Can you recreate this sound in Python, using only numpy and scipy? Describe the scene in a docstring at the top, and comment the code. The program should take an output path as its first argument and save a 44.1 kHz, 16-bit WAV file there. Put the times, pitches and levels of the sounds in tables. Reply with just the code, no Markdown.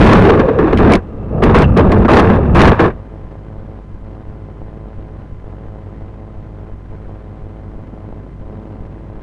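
"""Quadcopter falling through trees

Heard from on board, through the small craft's own overloaded camera microphone. Air buffets the port,
twigs and needles scrape the plastic shell, and branches knock it until it lodges in the leaves about
three seconds in. That leaves the camera's electronics: a pulsing buzz, hum and hiss, a soft regular
thump and a thin whine. A faint, dull rush comes up near the end."""
import sys
import numpy as np
from scipy import signal
from scipy.fft import rfft, irfft
from scipy.io import wavfile

SR = 44100
rng = np.random.default_rng(int(sys.argv[2]) if len(sys.argv) > 2 else 0)


def to_wav(sig):
    """Store sig (one row per channel, or 1-D mono) as 16-bit WAV at the path in sys.argv[1].

    Samples outside -1..1 are clipped; the rate is SR.
    """
    pcm = np.clip(np.atleast_2d(sig), -1, 1) * 32767
    pcm = np.round(pcm).astype(np.int16)
    wavfile.write(sys.argv[1], SR, pcm.T)  # frames by channels


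N = 406602
TIME = np.arange(N) / SR


def from_db(db):
    """Decibels to gain."""
    return 10 ** (np.asarray(db) / 20)


def rms_one(x):
    """Scale to unit power."""
    return x / np.sqrt(np.mean(x ** 2) + 1e-20)


def curve(rows):
    """Join (seconds, value) rows by straight lines."""
    return np.interp(TIME, *np.transpose(rows))


def lowpass(x, hz, order=2):
    """Butterworth low-pass."""
    return signal.sosfilt(signal.butter(order, min(hz, .45 * SR), fs=SR, output="sos"), x + 1e-18)


def drift(rate_hz):
    """A smooth random wander; rms 1."""
    return rms_one(lowpass(rng.standard_normal(N + SR), rate_hz)[SR:])


def colour(x, spectrum):
    """Shape a steady excitation by (Hz, dB) rows; rms 1."""
    hz, db = np.transpose(spectrum)
    bin_hz = np.maximum(np.arange(N // 2 + 1) * SR / N, 1)
    gain = from_db(np.interp(np.log(bin_hz), np.log(hz), db))
    return rms_one(irfft(rfft(x) * gain, N))


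def resonate(x, modes):
    """Parallel resonances from (Hz, width in Hz, dB) rows, with alternating signs."""
    out = 0
    for k, (hz, width, db) in enumerate(modes):
        radius = np.exp(-np.pi * width / SR)
        b = (1 - radius ** 2) / 2 * np.array([1, 0, -1])
        a = [1, -2 * radius * np.cos(2 * np.pi * hz / SR), radius ** 2]
        out = out + (-1) ** k * from_db(db) * signal.lfilter(b, a, x + 1e-18)
    return out


def grains(per_s, spread_db):
    """Tiny contacts at random moments with uneven strengths; rms 1."""
    sizes = from_db(spread_db * np.clip(rng.standard_normal(N), -2, 2)) * rng.choice([-1, 1], N)
    return rms_one(sizes * (rng.random(N) < per_s / SR))


def bursts(events, t60, rise_hz=150):
    """Envelope of (seconds, dB) hits: each builds as the wood yields, then dies away."""
    hits = np.zeros(N)
    for start, db in events:
        hits[int(start * SR)] = from_db(db)
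    dying = signal.lfilter([1], [1, -from_db(-60 / (t60 * SR))], hits + 1e-18)
    return lowpass(dying, rise_hz, order=1)


def contact(start, length, attack_s, release_db_per_s, easing_db=0):
    """Gain of one contact: it builds, changes by its easing while it lasts, then dies quickly."""
    age = TIME - start
    fall_db = easing_db * np.clip(age / length, 0, 1) + release_db_per_s * np.clip(age - length, 0, 1)
    return np.clip(age / attack_s, 0, 1) * from_db(-fall_db)


def driven(contacts, force, modes, soft_hz):
    """Contacts scaled by a force ring a body; a force of 1 gives rms 1."""
    softened = lowpass(np.array([contacts, contacts * force]), soft_hz)
    steady, played = resonate(softened, modes)
    return played / np.std(steady)


# Lulls in the buzz, about a second and a half apart. Each entry: start in seconds.
BUZZ_LULLS = [3.82, 5.239, 6.70, 8.198]


def circuit_activity(busy=0.86, idle=0.28, lull_s=0.2, fade_s=0.019):
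    """The load on the camera's circuits, 0 to 1: steady, with short lulls."""
    corners_s = [0, fade_s, lull_s, lull_s + fade_s]
    lull = sum(np.interp(TIME - start, corners_s, [0, 1, 1, 0]) for start in BUZZ_LULLS)
    return busy + (idle - busy) * lull


def buzz(activity, pulse_hz=107.7):
    """Each uneven current pulse is a short spike followed by a lower shelf."""
    cycles = pulse_hz * (TIME + .0007 * drift(rate_hz=2) + .0001 * drift(rate_hz=40))
    age_s = (cycles % 1 - .2) / pulse_hz
    strength = from_db(3.3 * rng.standard_normal(N))[np.abs(cycles).astype(int)]  # one per pulse
    spike = np.exp(-(age_s / .00043) ** 2)
    shelf = lowpass(1. * ((age_s > 0) & (age_s < .0036)), 340)
    pulses = activity * strength * (spike + 0.11 * shelf)
    return pulses - lowpass(pulses, 11, order=1)


def thumps(activity, first_s=0.099, period_s=0.3483):
    """The supply sags about three times a second, and again whenever the buzz comes back up."""
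    regular = (TIME - first_s) % period_s < .02
    resuming = np.clip(0.064 * SR * np.gradient(activity), 0, 1)
    sag = regular + resuming
    return lowpass(sag, 4.6, order=1) - lowpass(sag, 110, order=1)


# The supply's noise floor. Each row: frequency in Hz, relative spectral level in dB.
SUPPLY_SPECTRUM = [(12, -5.5), (25, -8), (60, -3.5), (130, -3), (250, -10.5), (400, -12.5), (650, -20.5),
                   (1050, -25), (1600, -29), (2300, -37), (3300, -44), (5000, -54), (10000, -73.5)]
# Hum and whine of the circuits. Each row: frequency in Hz, relative level in dB.
CIRCUIT_TONES = [(50, -37), (94.4, -41), (100, -43), (150, -47), (200, -52), (250, -57), (1024, -60),
                 (2051, -71), (3074, -80), (4100, -88)]


def electronics():
    """Interference and hiss from the camera's own circuits, right behind the microphone."""
    activity = circuit_activity()
    pulses = from_db(-25) * buzz(activity)
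    supply_db = -38 + 2.3 * activity + 2 * drift(rate_hz=90)
    supply_noise = from_db(supply_db) * colour(rng.standard_normal(N), SUPPLY_SPECTRUM)
    amplifier_hiss = from_db(-65.5) * lowpass(rng.standard_normal(N), 6800, order=1)
    tones = sum(np.sqrt(2) * from_db(db) * np.sin(2 * np.pi * (hz * TIME + rng.random()))
                for hz, db in CIRCUIT_TONES)
    return pulses + supply_noise + amplifier_hiss + from_db(2.5) * tones + from_db(-23) * thumps(activity)


# A faint swell while the craft lies in the leaves. Each row: time in seconds, level in dB.
SWELL_LEVELS = [(0, -60), (7.0, -58), (7.9, -39.5), (8.45, -39.5), (9.2, -41)]


def swell():
    """A low, dull rush comes up near the end and stays."""
    rush = lowpass(resonate(rng.standard_normal(N), [(203, 110, 0)]), 450)
    return from_db(curve(SWELL_LEVELS)) * rms_one(rush)


# Air right on the microphone, sinking in the gap between two trees.
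# Each row: time in seconds, level in dB.
AIRFLOW_LEVELS = [(0, 1), (0.25, -6.5), (0.5, -18), (0.72, -14.5), (0.85, -7), (0.96, -9), (1.02, -32.5),
                  (1.25, -25.5), (1.5, -6.5), (2.02, -6), (2.07, -14.5), (2.13, -6), (2.45, -11.5),
                  (2.69, 0.5), (2.76, -23), (2.84, -6), (2.95, -32), (3.1, -56)]
# Rumble at the port. Each row: frequency in Hz, relative spectral level in dB.
RUMBLE_SPECTRUM = [(15, -10), (35, -3), (70, 0), (150, -4), (220, -4.5), (350, -24), (900, -33.5),
                   (3000, -79.5)]
# Hollows of the camera housing. Each row: frequency in Hz, width in Hz, relative gain in dB.
HOUSING_MODES = [(509, 47, 1.5), (700, 300, -11.5), (1200, 110, -7), (1630, 500, -24.5), (2660, 180, -24)]


def buffeting():
    """Lumpy low pressure at the microphone port; the same airflow blows across the housing's hollows."""
    flow_db = curve(AIRFLOW_LEVELS)
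    rumble = from_db(flow_db) * colour(rng.standard_normal(N), RUMBLE_SPECTRUM)
    blown_db = 0.82 * flow_db - 20 + 1.9 * drift(rate_hz=99)
    return rumble + from_db(blown_db) * rms_one(resonate(rng.standard_normal(N), HOUSING_MODES))


# A hollow howl early in the tumble. Each row: time in seconds, pitch in Hz, level in dB.
HOWL_GLIDE = [(0.201, 380.4, -50), (0.26, 398, -5), (0.41, 500, -22), (0.49, 480.6, -10.5),
              (0.55, 506, -22), (0.589, 432.2, -4), (0.66, 321, -9.5), (0.74, 400, -31), (0.9, 350, -97)]


def howl(waver_hz=48):
    """A narrow, gliding resonance whose strength and phase wander."""
    times, hz, db = np.transpose(HOWL_GLIDE)
    phase = 2 * np.pi * np.cumsum(np.interp(TIME, times, hz)) / SR
    wavering = drift(waver_hz) * np.cos(phase) + drift(waver_hz) * np.sin(phase)
    return from_db(np.interp(TIME, times, db)) * wavering


# Foliage passing close by. 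Each row: start in seconds, length in seconds, level in dB.
FOLIAGE_PASSES = [(1.299, 0.1, -17.5), (2.21, 0.2, -20.5), (2.8, 0.049, -9)]
# The hollow tone of a swish. Each row: frequency in Hz, width in Hz, relative gain in dB.
FOLIAGE_MODES = [(383, 210, 6.5), (663, 500, -1.5), (1190, 180, -27)]


def foliage():
    """Soft foliage swishes past the body in a dull rush without clicks."""
    rush = lowpass(resonate(rng.standard_normal(N), FOLIAGE_MODES), 850)
    level = sum(from_db(db) * contact(start, length, attack_s=0.071, release_db_per_s=450)
                for start, length, db in FOLIAGE_PASSES)
    return level * from_db(3.4 * drift(rate_hz=36)) * rms_one(rush)


# Thin twigs on the propellers and arms. Each row: start in seconds, ring in Hz, relative level in dB.
TWIG_FLICKS = [(0.772, 3000, -30), (0.972, 1550, -26), (1.640, 2700, -22), (2.049, 1400, -12),
               (2.081, 1150, -9), (2.793, 1600, -12), (2.900, 1650, -29)]


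def flicks(width_hz=500):
    """A twig chatters briefly on one part, which rings at its own pitch."""
    chatter = rng.standard_normal(N)
    out = 0
    for start, hz, db in TWIG_FLICKS:
        part = [(hz, width_hz, 0)]
        ring = rms_one(resonate(resonate(chatter, part), part))
        out = out + bursts([(start, db)], t60=0.07) * ring
    return out


# Twigs breaking close to the microphone. Each row: start in seconds, relative level in dB.
TWIG_SNAPS = [(0.0635, -16), (0.2954, -20), (0.5856, -35), (0.7723, -18), (0.7833, -25), (0.919, -10),
              (0.9338, -7.5), (0.9517, -10.5), (1.4357, -14), (1.5858, -15), (1.619, -16), (1.772, -16),
              (1.918, -20), (1.9817, -30), (2.132, -15), (2.194, -14), (2.547, -24), (2.616, -6.5)]
# The crackle of needles and twigs. Each row: frequency in Hz, relative spectral level in dB.
CRACKLE_SPECTRUM = [(800, -29.5), (2000, 12), (2750, 3), (3200, 0.5), (3800, -1), (5000, -6.5),
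                    (7500, -16.5), (10500, -15), (13000, -32)]


def twigs(scrape, growth_db_per_db=1.76):
    """Needles crackle densely under the harder scrapes, and twigs break in short splinters."""
    needles = scrape ** growth_db_per_db * from_db(-13 + 1.5 * drift(rate_hz=190))
    snaps = bursts(TWIG_SNAPS, t60=0.028)
    fibres = grains(per_s=16000, spread_db=2)
    return (needles + snaps) * colour(fibres, CRACKLE_SPECTRUM)


# The craft drags through boughs. Each row: start in seconds, length in seconds, frame judder in dB,
# shell scrape in dB, easing by the end in dB (negative presses harder).
BOUGH_DRAGS = [(-0.01, 0.3, -3.5, -5.5, 5), (0.308, 0.11, -9.5, -14, 5), (0.417, 0.15, -19, -20.5, 6.5),
               (0.576, 0.145, -15.5, -18.5, 4.5), (0.72, 0.031, -4.5, -14, 5), (0.779, 0.17, -5.5, -16, -1),
               (0.968, 0.62, -36.5, -60, -10), (1.418, 0.11, -5, -8.5, 13), (1.536, 0.095, -3, -6, 6.5),
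               (1.76, 0.047, -1.5, -12, 0), (1.811, 0.22, -10.5, -21.5, 2), (1.91, 0.075, -3, -10.5, 17),
               (2.08, 0.118, -4, -8.5, -2), (2.208, 0.16, -9, -14, 5), (2.348, 0.36, -15.5, -26.5, 12.5),
               (2.543, 0.15, -6, -8, -2), (2.718, 0.079, -33, -15.5, 10.5), (2.786, 0.091, -5.5, -8.5, 9.5)]


def bough_forces():
    """Boughs catch at once and spring clear; the hardest press sets the force on frame and on shell."""
    judder = scrape = np.zeros(N)
    for start, length, judder_db, scrape_db, easing_db in BOUGH_DRAGS:
        press = contact(start, length, attack_s=0.013, release_db_per_s=551, easing_db=easing_db)
        judder = np.maximum(judder, from_db(judder_db) * press)
        scrape = np.maximum(scrape, from_db(scrape_db) * press)
    return judder, scrape


# Hard branch strikes on the craft. Each row: start in seconds, relative level in dB.
BRANCH_KNOCKS = [(0.105, -18), (0.126, 9), (0.243, 10), (0.295, 15), (0.392, 14), (0.483, 3), (0.586, 3),
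                 (0.724, -4), (0.899, 10.5), (1.421, 5), (1.493, 6.5), (1.545, -2), (1.779, -2),
                 (2.046, 7.5), (2.298, 8.5), (2.59, 11.5), (2.715, 10), (2.792, 9), (2.842, -10)]
# Bending resonances of the frame. Each row: frequency in Hz, width in Hz, relative gain in dB.
FRAME_MODES = [(214, 78, -1), (359, 140, 2.5), (449, 162, 1.5), (509, 48, -6), (664, 197, -12)]
# Resonances of the plastic shell. Each row: frequency in Hz, width in Hz, relative gain in dB.
SHELL_MODES = [(495, 159, 1.5), (886, 413, 1), (1120, 250, 3), (1703, 247, -6), (2025, 730, -13.5),
               (2620, 580, -17), (3600, 270, -24), (5400, 1000, -56)]


def airframe(judder, scrape):
    """The body that carries the microphone: judder bends the frame, scraping rings the shell."""
    knocks = bursts(BRANCH_KNOCKS, t60=0.038, rise_hz=55)  # these drive both
    catching = from_db(2.1 * drift(rate_hz=65))  # twigs catch and let go
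    frame_force = judder + from_db(-7) * knocks
    shell_force = scrape * catching + from_db(-14.5) * knocks
    frame = driven(grains(per_s=1500, spread_db=2), frame_force, FRAME_MODES, soft_hz=604)
    shell = driven(grains(per_s=3500, spread_db=3), shell_force, SHELL_MODES, soft_hz=4860)
    return frame + shell


def scene():
    """One on-board microphone: the fall dies out as the craft settles, and the circuits carry on."""
    judder, scrape = bough_forces()
    fall = buffeting() + howl() + foliage() + airframe(judder, scrape) + twigs(scrape) + flicks()
    return (fall + swell() + electronics())[None]


def record(dry, ceiling=0.73, knee=4.44, cutoff_hz=11300):
    """The camera's overloaded input stage flattens the peaks, and the high treble is cut."""
    flattened = dry / (1 + np.abs(dry / ceiling) ** knee) ** (1 / knee)
    softened = lowpass(flattened, 10000, order=1)
    return signal.sosfilt(signal.cheby1(10, .2, cutoff_hz, fs=SR, output="sos"), softened)


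dry = scene()
out = record(dry)
to_wav(out)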